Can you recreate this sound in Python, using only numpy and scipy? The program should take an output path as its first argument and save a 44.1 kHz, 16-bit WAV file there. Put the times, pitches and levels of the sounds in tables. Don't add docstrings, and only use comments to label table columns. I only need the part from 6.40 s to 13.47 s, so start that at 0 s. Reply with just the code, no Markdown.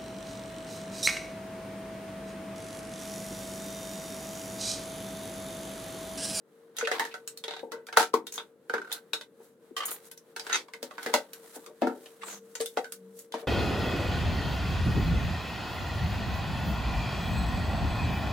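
import sys
import numpy as np
from scipy import signal
from scipy.fft import rfft, irfft, next_fast_len
from scipy.io import wavfile
from scipy.ndimage import uniform_filter1d, map_coordinates

SR = 44100
rng = np.random.default_rng(int(sys.argv[2]) if len(sys.argv) > 2 else 0)


def wrap_up_sound(samples):
    columns = np.atleast_2d(samples).T
    tamed = np.clip(columns, -1, 1)
    steps = np.round(tamed * 32767).astype(np.int16)
    wavfile.write(sys.argv[1], SR, steps)


N = 311787
TOP_HZ = 16400
HIT_N = SR * 3 // 10
HIT_T = np.arange(HIT_N) / SR

# freq_hz, correlation
STEREO_LIKENESS = [(200, 0.89), (600, 0.94), (1200, 0.52), (2500, 0.2), (8000, 0.041), (15000, 0.15)]
# freq_hz, level_db
SHELL_COLOUR = [(60, -28.5), (250, -4), (450, -4.5), (660, -8.5), (850, -2.5), (1500, -2), (1900, 3.5),
                (2400, -0.5), (3800, 2.5), (7500, -0.5), (11000, -3.5), (15500, -13.5)]
# freq_hz, level_db
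RUB_COLOUR = [(100, -43.5), (300, -2.5), (600, -4), (1500, -2.5), (2500, -10), (4000, -7), (8000, -32)]
# freq_hz, level_db
RUSTLE_COLOUR = [(200, -68.5), (1500, -11), (4000, 1.5), (8000, 10.5), (12000, 9.5), (16000, 3)]


def amp(db):
    return 10 ** (np.asarray(db) / 20)


def unit(x):
    return x / np.sqrt(np.mean(x ** 2) + 1e-20)


def along(points, hz):
    freqs, values = np.transpose(points)
    return np.interp(np.log(hz + 1), np.log(freqs), values)


def wobble(rate):
    return map_coordinates(rng.standard_normal(int(N * rate / SR) + 4), [np.arange(N) * rate / SR])


def fade(t60, t=HIT_T):
    return np.exp(-np.log(1000) * t / np.maximum(t60, 1e-3))


def swell(middle_s, length_s, db):
    offset = (np.arange(N) / SR - middle_s) / length_s
    return amp(db) / np.cosh(np.clip(4 * offset, -50, 50))


def run_of(start_s, contacts, gap_s, shrink=1):
    return start_s + np.append(0, np.cumsum(gap_s * shrink ** np.arange(round(contacts) - 1)))


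def impulses(per_s, size):
    return (rng.random(size) < per_s / SR) * amp(3 * rng.standard_normal(size))


def add(track, start_s, sound):
    part = track[:, max(round(start_s * SR), 0):][:, :sound.shape[-1]]
    part += sound[:, :part.shape[-1]]


def filtered(x, response):
    size = next_fast_len(x.shape[-1] + 4096)
    return irfft(rfft(x, size) * response(np.fft.rfftfreq(size, 1 / SR)), size)[..., :x.shape[-1]]


def resonant(x, hz, q, band_db):
    b, a = signal.iirpeak(min(hz, TOP_HZ), q, SR)
    return x + amp(band_db) * signal.lfilter(b, a, x)


def echo(x, low_s, high_s):
    delay = round((low_s + (high_s - low_s) * rng.random()) * SR)
    return np.pad(x, ((0, 0), (delay, 0)))[:, :x.shape[-1]]


def stereo_angle(hz):
    return np.arccos(np.clip(along(STEREO_LIKENESS, hz), -1, 1)) / 2


def noise(colour, size=HIT_N):
    spread = lambda hz: amp(along(colour, hz)) * [np.cos(stereo_angle(hz)), np.sin(stereo_angle(hz))]
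    mid, side = filtered(rng.standard_normal((2, size)), spread)
    return unit(np.array([mid + side, mid - side]))


def ringing(modes, t60):
    hz, db = np.transpose(modes)
    strength = amp(db + 2.5 * rng.standard_normal(len(hz)))
    skew = stereo_angle(hz) * rng.choice([-1, 1], len(hz))
    phase = rng.uniform(0, 2 * np.pi, len(hz)) + np.array([skew, -skew])
    cycles = hz[:, None] * HIT_T
    swing = np.sin(2 * np.pi * cycles + phase[:, :, None])
    build_up = 1 - np.exp(-2 * np.minimum(cycles, 10))
    return unit((swing * build_up * strength[:, None]).sum(1) * fade(t60))


def contact(crack_t60, t60, wash_db, ring_db, bounce):
    # pitch_hz, level_db
    body_modes = [(457, 3.5), (597, -3), (740, -2), (921, -1.5), (1342, -5.5), (1499, 1.5), (1564, 0.5),
                  (1984, -3), (3761, -1), (6418, -1.5)]
    # freq_hz, t60_ratio
    room_decay = [(200, 2.5), (1000, 0.85), (15000, 1)]
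    crack = unit(noise(SHELL_COLOUR) * fade(crack_t60))
    hz, t, bands = signal.stft(noise(SHELL_COLOUR), SR, nperseg=256)
    band_t60 = t60 * along(room_decay, hz)[:, None]
    wash = signal.istft(bands * fade(band_t60, t), SR, nperseg=256)[1][:, :HIT_N]
    blow = crack + amp(wash_db) * unit(wash) + amp(ring_db) * ringing(body_modes, t60)
    off_counter = echo(blow, 0.0007, 0.0025)
    off_mirror = echo(blow, 0.0046, 0.009)
    return blow + bounce * (off_counter + 0.18 * off_mirror)


def softened(blow, softness, corner_hz):
    low_cut = signal.butter(3, 373, "high", fs=SR, output="sos")
    tilt = lambda hz: amp(-softness * np.log2(1 + (hz / corner_hz) ** 2) / 2) * (hz < TOP_HZ)
    return unit(signal.sosfilt(low_cut, filtered(blow, tilt)))


def rim_snap():
    # freq_hz, level_db
    rim_colour = [(1000, -33.5), (2700, -10), (4000, 2.5), (9000, -6), (15500, -11)]
    return unit(noise(rim_colour) * (fade(0.013) + amp(-1) * fade(0.14)))


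def touch(softness, wall_hz):
    blow = contact(crack_t60=0.014, t60=0.16, wash_db=2.5, ring_db=-5.5, bounce=0.65)
    snap = unit(noise(RUSTLE_COLOUR) * fade(0.031))
    blow = resonant(blow, wall_hz, q=10, band_db=5.5)
    blow = resonant(blow, wall_hz, q=4.9, band_db=-9)
    wall = ringing([(wall_hz * ratio, 0) for ratio in (0.92, 1, 1.09)], t60=0.092)
    return softened(unit(blow) + amp(-12) * snap + amp(-10) * wall, softness, corner_hz=1260)


def hums():
    # time_s, level_db
    fan_levels = [(0, -69), (.5, -52.5), (2.2, -61), (5.6, -55.5), (7.07, -50)]
    # middle_s, length_s, level_db, pitch_hz
    drones = [(5.96, 0.35, -55.5, 199.3), (6.664, 0.21, -49, 192.7)]
    tone = lambda hz: np.sin(2 * np.pi * np.cumsum(hz) / SR)
    drone = lambda hz: amp(1.1 * wobble(20)) * tone(hz + 4 * wobble(29))
    fan_db = np.interp(np.arange(N) / SR, *np.transpose(fan_levels))
    fan = amp(fan_db + 3 * wobble(22)) * tone(458 + 2 * wobble(22))
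    return fan + sum(swell(s, length, db) * drone(hz) for s, length, db, hz in drones)


def movement():
    # middle_s, length_s, rub_db, cloth_db
    reaches = [(0.582, 0.21, -40, -57), (1.957, 0.057, -56.5, -52), (2.532, 0.094, -50, -67.5),
               (3.052, 0.16, -85, -66), (3.527, 0.12, -47.5, -59), (3.663, 0.0671, -63, -52.5),
               (4.075, 0.098, -51, -55), (4.66, 0.3, -49.5, -57), (5.115, 0.32, -62, -56),
               (5.161, 0.029, -58, -47), (5.628, 0.34, -65.5, -60.5), (6.312, 0.52, -75.5, -60),
               (6.805, 0.11, -80, -53.5), (7.007, 0.06, -53, -60)]
    # freq_hz, level_db
    murmur_colour = [(25, -57.5), (100, -19), (190, -3.5), (300, -5), (440, -2.5), (540, -3), (750, -27.5),
                     (1500, -36)]
    rub = sum(swell(s, length, db) for s, length, db, _ in reaches)
    cloth = sum(swell(s, length, db) for s, length, _, db in reaches)
    idle = amp(-69 + 2.5 * wobble(12))
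    grain = unit(amp(4 * wobble(260) + 2.5 * wobble(45)))
    rubbing = (idle + grain * rub) * noise(RUB_COLOUR, N)
    rustling = (idle + np.sqrt(grain) * cloth) * noise(RUSTLE_COLOUR, N)
    taps = impulses(per_s=28, size=N)
    tick = contact(crack_t60=0.01, t60=0.12, wash_db=-2, ring_db=-3, bounce=0.21)
    ticks = unit(signal.fftconvolve(taps[None], tick, axes=1)[:, :N])
    handling = rubbing + rustling + amp(-14) * (idle + rub + cloth) * ticks
    murmur = amp(-62.5) * noise(murmur_colour, N)
    stirring = amp(np.interp(np.arange(N) / SR, [0, 0.22], [-3, 0]))
    return stirring * murmur + stirring ** 2 * handling


def braid_swish():
    middle_s, length_s, level_db = 5.908, 0.11, -46
    from_hz, to_hz, slowing_s = 8400, 6360, 0.045
    t = np.arange(N) / SR - middle_s
    hz = from_hz + (to_hz - from_hz) * (1 + np.tanh(t / slowing_s + 0.5)) / 2
    narrow = unit(filtered(rng.standard_normal((2, N)), lambda f: 1 / (1 + (f / 700) ** 2)))
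    hiss = unit(narrow * np.sin(2 * np.pi * np.cumsum(hz) / SR))
    rustle = amp(2.7 * wobble(150)) * (noise(RUB_COLOUR, N) + amp(-2.5) * noise(RUSTLE_COLOUR, N))
    stroke = 1 / (1 + (2 * t / length_s) ** 4)
    return amp(level_db) * stroke * (rustle + amp(1.5) * hiss)


def bumps():
    # start_s, level_db
    hits = [(2.999, -64), (5.039, -62.5), (5.157, -55), (5.268, -57.5), (5.298, -60.5), (7.025, -53)]
    track = np.zeros((2, N))
    for s, db in hits:
        blow = contact(crack_t60=0.014, t60=0.13, wash_db=9.5, ring_db=-0.5, bounce=0.39)
        attack = 1 - fade(0.049)
        add(track, s, amp(db) * softened(blow * attack, softness=13.1, corner_hz=326))
    return track


def jingles():
    # start_s, level_db
    hits = [(3.454, -44), (3.508, -48), (3.523, -53)]
    # pitch_hz, level_db
    metal_modes = [(6900, 0), (8980, 4), (10350, -5), (11300, 7), (12080, 3), (12550, -9), (14450, 7.5)]
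    track = np.zeros((2, N))
    for s, db in hits:
        splash = unit(np.diff(noise(RUSTLE_COLOUR), prepend=0) * fade(0.2))
        chatter = 0.5 + wobble(900)[:HIT_N]
        ring = unit(chatter * ringing(metal_modes, t60=0.13))
        add(track, s, amp(db) * (ring + amp(-3) * splash))
    return track


def scrapes():
    # start_s, length_s, level_db, rasp_hz
    slides = [(0.382, 0.054, -42, 1750), (0.435, 0.027, -35, 2700), (0.516, 0.029, -39, 2680),
              (0.535, 0.046, -40, 950), (0.702, 0.0337, -45, 2400), (1.087, 0.12, -51.5, 3700),
              (1.557, 0.023, -34, 1400), (4.103, 0.031, -35, 1526), (5.809, 0.022, -44, 1950),
              (5.823, 0.019, -36.5, 1020)]
    track = np.zeros((2, N))
    for s, length, db, rasp_hz in slides:
        slips = impulses(per_s=380, size=HIT_N)
        stroke = np.sin(np.pi * np.minimum(HIT_T / length, 1))
        grit = stroke * (unit(slips) + amp(-8.5) * rng.standard_normal(HIT_N))
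        shell = noise(SHELL_COLOUR) * (fade(0.031) + amp(-14.5) * fade(0.16))
        b, a = signal.iirpeak(rasp_hz, Q=4.2, fs=SR)
        rasp = unit(signal.lfilter(b, a, shell)) / np.sqrt(HIT_N)
        add(track, s, amp(db) * signal.fftconvolve(grit[None], rasp, axes=1))
    return track


def rocking():
    # start_s, contacts, first_gap_s, level_db
    rocks = [(2.297, 12, .045, -43.5)]
    # pitch_hz, level_db
    base_modes = [(1424, 7), (1605, -13), (1546, 11), (1505, -10)]
    full_loss_db, settling_swings = 21, 4.04
    track = np.zeros((2, N))
    for start, contacts, gap, db in rocks:
        for k, s in enumerate(run_of(start, contacts, gap, shrink=0.88)):
            ring = ringing(base_modes, t60=0.077) + amp(-19) * ringing(base_modes, t60=0.37)
            tap = amp(-7) * touch(softness=7, wall_hz=1353)
            loss_db = full_loss_db * (1 - np.exp(-(k / settling_swings) ** 2))
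            add(track, s, amp(db - loss_db) * (ring + tap))
    return track


def chatters():
    # start_s, level_db
    hits = [(4.127, -36.5), (4.143, -38), (4.154, -39)]
    # pitch_hz, level_db
    stiff_modes = [(1350, 3), (1490, 2), (2065, 5), (2585, 1), (3762, 4.5), (5940, -2), (6418, 6.5)]
    track = np.zeros((2, N))
    for s, db in hits:
        blow = contact(crack_t60=0.006, t60=0.18, wash_db=9.5, ring_db=-15, bounce=0.56)
        shell = amp(-3) * softened(blow, softness=11, corner_hz=5030)
        attack = 1 - fade(0.011)
        add(track, s, amp(db) * unit((ringing(stiff_modes, t60=0.052) + shell) * attack))
    return track


def clacks():
    # start_s, level_db, brightness_db
    hits = [(3.365, -43, 0.5), (3.377, -47, 1), (3.403, -44.5, -11), (3.42, -50.5, -12), (3.433, -48.5, -7),
            (3.482, -52, 3)]
    # pitch_hz, level_db
    hollow_modes = [(1130, 0), (1190, 2.5), (1760, -8), (1933, -7), (2790, -4), (3128, 0.5)]
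    grip_spread = 0.025
    track = np.zeros((2, N))
    for s, db, bright_db in hits:
        blow = contact(crack_t60=0.072, t60=0.24, wash_db=4.5, ring_db=-8, bounce=0.6)
        shell = amp(-5) * softened(blow, softness=12, corner_hz=2460)
        modes = [(hz * (1 + grip_spread * rng.standard_normal()), level) for hz, level in hollow_modes]
        clack = ringing(modes, t60=0.074) + shell + amp(bright_db - 5) * rim_snap()
        attack = 1 - fade(0.012)
        add(track, s, amp(db) * unit(clack * attack))
    return track


def touches():
    # start_s, level_db, softness_db_per_octave, wall_hz
    singles = [(0.367, -51.5, -2.5, 3540), (0.385, -44, 2.5, 6450), (.411, -44, 7, 1510),
               (0.473, -39.5, 7, 1616), (0.651, -49, 3, 1760), (0.741, -49, 6, 1415),
               (.876, -48.5, -2.3, 7790), (.974, -55.5, -5, 4140), (1.039, -47.5, 4.5, 3420),
               (1.468, -59, -0.5, 1310), (1.486, -54.5, 9, 1690), (1.527, -49, 7, 1466),
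               (1.868, -51.5, -1.5, 3600), (1.979, -46, 7, 3460), (1.998, -53.5, 10.5, 3600),
               (2.517, -47.5, 2, 3470), (2.526, -43.5, -6, 3987), (2.733, -38.5, 3.5, 3763),
               (2.811, -54.5, 3, 3680), (3.714, -57, -0.5, 11600), (3.776, -62, -5, 5740),
               (3.963, -48, 2, 1530), (3.996, -49, 2.5, 4920), (4.098, -46.5, 8.5, 1490),
               (4.284, -62.5, 5.5, 1044), (4.336, -52, 4, 2148), (4.51, -56.5, 7, 1180),
               (4.581, -49, 10, 1514), (4.63, -53, -0.5, 1520), (4.933, -54.5, -0.5, 12750),
               (5.262, -59, 0.5, 1150), (5.659, -61, 4, 2870), (6.153, -48.5, 2, 6900),
               (6.21, -46.5, -0.5, 8620), (6.259, -48, -5, 3494), (6.444, -53, 4.5, 1548),
               (6.522, -50.5, -5.5, 1390), (6.791, -58.5, -10.5, 7140), (6.922, -55.5, 2, 3430)]
    # start_s, contacts, first_gap_s, level_db, step_db, softness_db_per_octave, wall_hz
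    clatters = [(1.081, 5, 0.028, -47, -2.5, 8.5, 3760), (1.584, 5, 0.011, -36.5, -1.5, 3, 1407),
                (1.923, 3, 0.017, -52.5, -0.2, -5, 6510), (4.067, 4, 0.028, -50.5, -1.5, 5, 1530)]
    track = np.zeros((2, N))
    for s, db, softness, wall_hz in singles:
        add(track, s, amp(db) * touch(softness, wall_hz))
    for start, contacts, gap, db, step_db, softness, wall_hz in clatters:
        for k, s in enumerate(run_of(start, contacts, gap)):
            add(track, s, amp(db + k * step_db) * touch(softness, wall_hz))
    return track


def knocks():
    # start_s, level_db, softness_db_per_octave, thud_db, snap_db, hollow_hz, wall_hz, t60_s
    landings = [(.426, -39.5, 7, -63, -75, 452, 490, 0.15), (.515, -37.5, 5.5, -70, -58.5, 505, 1810, 0.13),
                (.596, -36.5, 6, -78, -47.5, 914, 1840, .17), (1.231, -48, 26.5, -60, -101, 525, 850, 0.23),
                (1.319, -47, 7.5, -63, -56.5, 480, 1336, 0.28), (1.571, -25.5, 8, -55, -35, 888, 1370, .09),
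                (1.599, -33, 13, -55, -46.5, 857, 1500, 0.12),
                (1.739, -30.5, 12.5, -46.5, -48, 438, 1076, 0.18),
                (2.297, -49, 24, -66.5, -69, 466, 1436, .082), (2.338, -37.5, 10, -59, -60, 427, 1636, 0.2),
                (3.309, -61, 42, -64.5, -100, 346, 400, 0.079), (4.428, -49, 5, -57.5, -51, 523, 572, 0.18),
                (4.662, -41, 9, -53, -52.5, 490, 1800, 0.19), (4.739, -30.5, 4, -47.5, -39, 550, 950, 0.17),
                (5.42, -34, 10.5, -35.5, -69, 587, 692, 0.27),
                (5.471, -40.5, 14.5, -44.5, -60.5, 736, 1385, 0.23),
                (6.203, -39.5, 3, -60, -54, 451, 494, 0.15),
                (6.372, -36.5, 7.5, -53.5, -63.5, 477, 827, 0.14),
                (6.941, -42.5, 7.5, -52.5, -65.5, 640, 920, 0.2)]
    # pitch_hz, level_db
    surface_modes = [(210, -7), (249, 3.5), (280, -0.5), (324, 0.5), (343, -4)]
    track = np.zeros((2, N))
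    flex = HIT_T / 0.0036
    push = unit(flex * (2 - flex) * np.exp(-flex))
    for s, db, softness, thud_db, snap_db, hollow_hz, wall_hz, t60 in landings:
        blow = contact(crack_t60=0.012, t60=t60, wash_db=7.5, ring_db=-3, bounce=0.62)
        blow = resonant(blow, hollow_hz, q=10, band_db=8.5)
        blow = resonant(blow, wall_hz, q=7.1, band_db=9)
        blow = unit(blow) + amp(-8.5) * ringing([(hollow_hz, 0), (wall_hz, 2)], t60=0.028)
        bottle = amp(db) * softened(blow, softness, corner_hz=660)
        brush = amp(db - 30) * softened(noise(SHELL_COLOUR) * fade(0.0082), softness, corner_hz=700)
        surface = unit(ringing(surface_modes, t60) * (1 - fade(0.016)))
        thud = amp(thud_db) * (surface + amp(-37.5) * push)
        add(track, s - 0.004, brush)
        add(track, s, bottle + thud + amp(snap_db) * rim_snap())
    return track


def suppressed(x):
    treble_hz, threshold_db, max_cut_db = 1980, -64, 11.5
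    treble = filtered(x, lambda hz: 1 - 1 / (1 + (hz / treble_hz) ** 4))
    power = np.abs(uniform_filter1d((treble ** 2).mean(0), size=512))
    faintness = 1 / (1 + power / amp(threshold_db) ** 2)
    return x + treble * (amp(-max_cut_db * faintness) - 1)


def scene():
    bottles = knocks() + touches() + clacks() + chatters() + scrapes() + rocking()
    return bottles + jingles() + bumps() + movement() + braid_swish() + hums()


def record(dry):
    # freq_hz, left_over_right_db
    balance = [(120, 0.5), (260, 2), (880, 4.5), (1350, -1.5), (12000, 0.5)]
    ceiling = 0.9
    lean = lambda hz: amp(np.array([along(balance, hz), -along(balance, hz)]) / 2)
    x = suppressed(filtered(dry, lean))
    rounded = x / (1 + (x / ceiling) ** 8) ** (1 / 8)
    return filtered(rounded, lambda hz: hz < TOP_HZ)


dry = scene()
out = record(dry)
wrap_up_sound(out)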